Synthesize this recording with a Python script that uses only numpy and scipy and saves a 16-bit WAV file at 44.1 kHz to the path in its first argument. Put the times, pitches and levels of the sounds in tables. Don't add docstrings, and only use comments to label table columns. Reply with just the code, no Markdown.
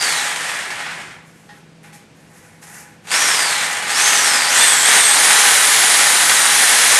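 import sys
import numpy as np
from scipy import signal
from scipy.fft import rfft, irfft
from scipy.io import wavfile
from scipy.ndimage import uniform_filter1d, map_coordinates

SR = 44100
rng = np.random.default_rng(int(sys.argv[2]) if len(sys.argv) > 2 else 0)


def unload_wav(signal):
    wavfile.write(
        sys.argv[1],
        SR,
        np.round(np.clip(np.atleast_2d(signal).T, -1, 1) * 32767).astype(np.int16),
    )


N = 308259
TIME = np.arange(N) / SR

# pitch_hz, t60_s, level_db (relative)
BODY_MODES = [(402, 1, -33), (496, 0.63, -34), (824.6, 0.12, -11), (980, 0.093, -20), (1497, 0.16, -17),
              (1708, 0.045, -15), (1960, 0.069, -20), (2370, 0.077, -50)]
# freq_hz, level_db (relative)
GRIT_SPECTRUM = [(1000, -32.5), (3000, 6), (4800, 4.5), (6300, 7.5), (7500, 7), (8700, 6.5), (9250, 6),
                 (9600, -6), (10300, 6.5), (11200, 3.5), (12400, 1.5)]
# pressed_s, released_s, target_turns_per_s
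TRIGGER_SQUEEZES = [(3.0, 3.21, 245), (3.84, 4.096, 268.5), (4.477, 4.641, 358), (4.829, 4.938, 379),
                    (5.106, 5.261, 406), (5.351, 5.5, 418), (5.617, 5.767, 427), (5.889, 6.035, 418),
                    (6.158, 6.298, 413), (6.433, 6.617, 410), (6.672, 6.823, 419.5), (6.923, 7.051, 414)]


def undb(db):
    return 10 ** (np.asarray(db) / 20)


def unit(x):
    return x / np.sqrt(np.mean(x ** 2))


def along(points, hz):
    f, value = np.transpose(points)
    return np.interp(np.log(hz + 1), np.log(f), value)


def colour(x, points):
    size = 4096
    cepstrum = irfft(np.log(undb(along(points, np.fft.rfftfreq(size, 1 / SR)))))
    cepstrum[1:size // 2] *= 2
    cepstrum[size // 2 + 1:] = 0
    response = irfft(np.exp(rfft(cepstrum)))
    return signal.oaconvolve(x, response)[:len(x)]


def walk(rate_hz):
    points = rng.standard_normal(N // 8)
    return unit(map_coordinates(points, [TIME * rate_hz], order=1, mode="wrap"))


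def grains(rate_hz, spread_db):
    hits = rng.random(N) < rate_hz / SR
    return unit(hits * rng.standard_normal(N) * undb(spread_db * rng.standard_normal(N)))


def body(push, ring_db=0):
    # freq_hz, level_db (relative)
    casing_spectrum = [(30, -36), (70, -32), (130, -21.5), (300, -12.5), (550, -8), (750, -4), (1200, -1),
                       (1800, 3.5), (2200, 2), (2700, -3), (4000, -9), (8000, -20.5), (12500, -36.5)]
    t = TIME[:SR // 2]
    casing = colour(signal.unit_impulse(len(t)), casing_spectrum)
    response = casing / np.linalg.norm(casing)
    for hz, t60_s, db in BODY_MODES:
        phase = np.angle(np.sum(casing * np.exp(-2j * np.pi * hz * t)))
        ring = np.cos(2 * np.pi * hz * t + phase) * np.exp(-np.log(1000) * t / t60_s)
        response = response + undb(db + ring_db) * ring / np.linalg.norm(ring)
    return signal.oaconvolve(push, response / np.linalg.norm(response))[:N]


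def room(x, wet_db):
    # centre_hz, t60_s
    band_decays = [(150, 0.2), (800, 0.72), (2000, 0.61), (5000, 0.42), (10000, 0.35)]
    t = TIME[:SR // 2]
    hz = np.fft.rfftfreq(len(t), 1 / SR)
    noise, tail = rfft(rng.standard_normal(len(t))), 0
    for centre_hz, t60_s in band_decays:
        share = along([(f, f == centre_hz) for f, _ in band_decays], hz)
        decay = np.exp(-np.log(1000) * t / t60_s)
        tail = tail + irfft(noise * share) * decay * np.sqrt(2 * np.log(1000) / (t60_s * SR))
    response = undb(wet_db) * tail * np.clip(t / 0.002, 0, 1)
    response[0] = 1
    return signal.oaconvolve(x, response)[:N] / np.sqrt(1 + undb(2 * wet_db))


def shaft():
    start_turns_per_s, friction_turns_per_s2, air_drag_s = 202, 140, 2.85

    def coast(speed, elapsed_s):
        drag = friction_turns_per_s2 * air_drag_s
        return np.maximum((speed + drag) * np.exp(-elapsed_s / air_drag_s) - drag, 0)

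    speed, pull = coast(start_turns_per_s, TIME), np.zeros(N)
    for pressed_s, released_s, top in TRIGGER_SQUEEZES:
        on, off = int(pressed_s * SR), int(released_s * SR)
        left = (released_s - TIME[on:off]) / (released_s - pressed_s)
        speed[on:off] = top - (top - speed[on]) * left ** 2
        speed[off:] = coast(top, TIME[off:] - released_s)
        pull[on:off] = 1
    return uniform_filter1d(np.array([speed, pull]), SR // 40)


def loudness(speed, stall_turns_per_s=3.0, engage_s=0.12):
    # shaft_turns_per_s, gearbox_rattle_db, grinding_db, commutator_whine_db
    by_speed = [(0, -42.5, -53, -55), (36, -31, -42, -47), (103, -24, -31.5, -40), (141, -23.5, -28.5, -42),
                (192.5, -19.5, -22, -27), (265, -18, -18.5, -23.5), (360, -18, -18.5, -17),
                (381, -17, -18.5, -21.5), (430, -16.5, -17.5, -27)]
    speeds, *columns = np.transpose(by_speed)
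    since_s = TIME - TRIGGER_SQUEEZES[0][0]
    engaged = np.where(since_s < -engage_s, 1, np.clip(since_s / engage_s, 0, 1) ** 3)
    gains = np.array([undb(np.interp(speed, speeds, db)) for db in columns])
    return gains * np.tanh(speed / stall_turns_per_s) * engaged


def chatter(turns, per_turn, scatter_db, decay_s):
    beat = np.floor(turns * per_turn + .15 * walk(200))
    blows = (np.diff(beat, prepend=0) > 0) * undb(scatter_db * rng.standard_normal(N))
    burst = signal.lfilter([1], [1, -np.exp(-1 / (decay_s * SR))], blows) + 0.54
    return burst / np.sqrt(uniform_filter1d(burst ** 2, SR // 12))


def motor(speed, turns, whine):
    # multiple_of_shaft_rate, level_db (relative)
    orders = [(5, -5), (10, -3), (24, 4.5)]
    jitter_rad, flicker_db = 0.038, 3.2
    angle = 2 * np.pi * turns + jitter_rad * walk(260)
    tones = sum(undb(db) * np.sin(order * angle) * undb(flicker_db * walk(70)) for order, db in orders)
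    bounce = walk(900) * np.sin(48 * np.pi * turns) + walk(900) * np.cos(48 * np.pi * turns)
    bounce_gain = undb(-2.0) * whine + undb(-32.5) * (speed / 400) ** 5
    return whine * unit(tones) + bounce_gain * bounce


def drilling(speed, blows, rattle, grind):
    # freq_hz, level_db (relative)
    grind_spectrum = [(500, -40), (2200, -12.5), (3300, 0.5), (4300, -0.5), (5200, -2), (6400, 1),
                      (7800, 1.5), (8650, 4.5), (9150, -0.5), (9550, -6.5), (10100, -4.5), (10900, -4),
                      (12400, -12.5)]
    clatter = body(rattle * blows * grains(2500, 3.4), ring_db=-7.0)
    crunch = grind * blows * unit(colour(grains(3000, 2.6), grind_spectrum))
    rush = (speed / 400) ** 3 * unit(colour(rng.standard_normal(N), GRIT_SPECTRUM))
    return undb(.5) * clatter + undb(2) * crunch + undb(-17.0) * rush


def background():
    # pitch_hz, mean_level_db
    hum_tones = [(107.7, -70), (161.5, -52.5), (209.9, -58.5), (500.6, -64)]
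    # freq_hz, level_db (relative)
    noise_spectrum = [(20, -8), (45, -13), (80, -5.5), (140, 2), (230, -0.5), (330, -4), (600, -9),
                      (1200, -15), (2200, -14.5), (3500, -19.5), (8500, -26), (12400, -37)]
    hum = 0
    for hz, db in hum_tones:
        gain = undb(db + 1.9 * walk(7.8)) * np.sqrt(2)
        hum = hum + gain * np.sin(2 * np.pi * hz * TIME + .5 * walk(9.9))
    return hum + undb(-48.5) * unit(colour(rng.standard_normal(N), noise_spectrum))


def knocks(decay_s=0.016):
    # start_s, clack_db, ring_db (drive levels)
    strikes = [(0.41, -22, -38), (.707, -23, -35), (.779, -22.5, -37), (.864, -21, -40), (1.084, -32, -48),
               (1.49, -33.5, -40.5), (1.84, -37, -45), (1.929, -41, -46.5), (2.627, -40, -49),
               (3.575, -21, -33)]
    free_ring = 2.4
    blows, swings = np.zeros((2, N))
    for start_s, clack_db, ring_db in strikes:
        at = int(start_s * SR)
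        blows[at], swings[at] = undb(clack_db), undb(ring_db)
    contacts = signal.lfilter([1], [1, -np.exp(-1 / (decay_s * SR))], blows) * grains(6000, 1.1)
    t = TIME[:SR // 2]
    strongest_db = max(db for _, _, db in BODY_MODES)
    ring = 0
    for hz, t60_s, db in BODY_MODES:
        swing = np.sin(2 * np.pi * hz * t) * np.exp(-np.log(1000) * t / (t60_s * free_ring))
        ring = ring + undb(db - strongest_db) ** 2 * swing
    clack = room(undb(-0.5) * body(contacts, ring_db=-26), wet_db=4.5)
    return clack + room(signal.oaconvolve(swings, ring)[:N], wet_db=3)


def strokes():
    # start_s, length_s, scraping_db, grit_db
    drags = [(1.22, 0.36, -57, -57), (1.825, 0.04, -45, -46), (1.922, 0.03, -50, -43),
             (2.14, 0.47, -55, -58), (2.33, 0.05, -55, -52.5), (2.42, 0.045, -48, -51),
             (2.612, 0.03, -43, -40), (2.66, 0.15, -41, -41), (2.84, 0.11, -54, -58),
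             (3.015, 0.06, -52, -57)]
    attack_s, release_s = 0.011, 0.0094
    out = np.zeros((2, N))
    t = TIME[:SR]
    for start_s, length_s, scrape_db, grit_db in drags:
        shape = np.minimum(t / attack_s, 1) * np.exp(-np.maximum(t - length_s, 0) / release_s)
        start = int(start_s * SR)
        out[:, start:start + SR] += np.outer(undb([scrape_db, grit_db]), shape)
    return out


def placing(catch, scrape, grit):
    crumbs = unit(grains(900, 0.73) * catch)
    answer = body(scrape * crumbs, ring_db=3.0)
    ticks = grit * unit(colour(crumbs, GRIT_SPECTRUM))
    return undb(0.5) * answer + undb(2.0) * ticks


def scene(count=6):
    # time_s, level_db
    lean = [(0.0, -0.1), (1.1, -0.1), (3.4, 1.0), (3.8, 0.4), (4.1, 0.56), (4.8, 1.4), (5.25, 1.9),
            (5.7, 0), (6.4, -0.7), (6.8, 1.5)]
    flutter_share, catch_db = 0.003, 1.6
    pull_rattle_db, pull_grind_db = 0.38, 0.1
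    speed, pull = shaft()
    turns = np.cumsum(speed * (1 + flutter_share * walk(60))) / SR
    rattle, grind, whine = loudness(speed)
    bite = undb(np.interp(TIME, *np.transpose(lean)) + 0.89 * walk(24))
    rattle = rattle * bite * undb(pull_rattle_db * pull)
    grind = grind * bite * undb(pull_grind_db * pull)
    blows = chatter(turns, per_turn=.4, scatter_db=4, decay_s=0.0058)
    catch = undb(catch_db * walk(44.82))
    scrape, grit = strokes()
    work = 0
    for _ in range(count):
        spot = drilling(speed, blows, rattle, grind) + placing(catch, scrape, grit)
        work = work + room(spot, wet_db=3.5) / np.sqrt(count)
    sound = work + room(motor(speed, turns, whine), wet_db=-3.0) + knocks() + background()
    return np.array([sound, sound])


def record(dry):
    rounded = dry / (1 + dry ** 8) ** (1 / 8)
    sound = signal.sosfilt(signal.butter(2, 38, "highpass", fs=SR, output="sos"), rounded)
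    return signal.sosfilt(signal.ellip(12, .1, 70, 12350, fs=SR, output="sos"), sound)


dry = scene()
out = record(dry)
unload_wav(out)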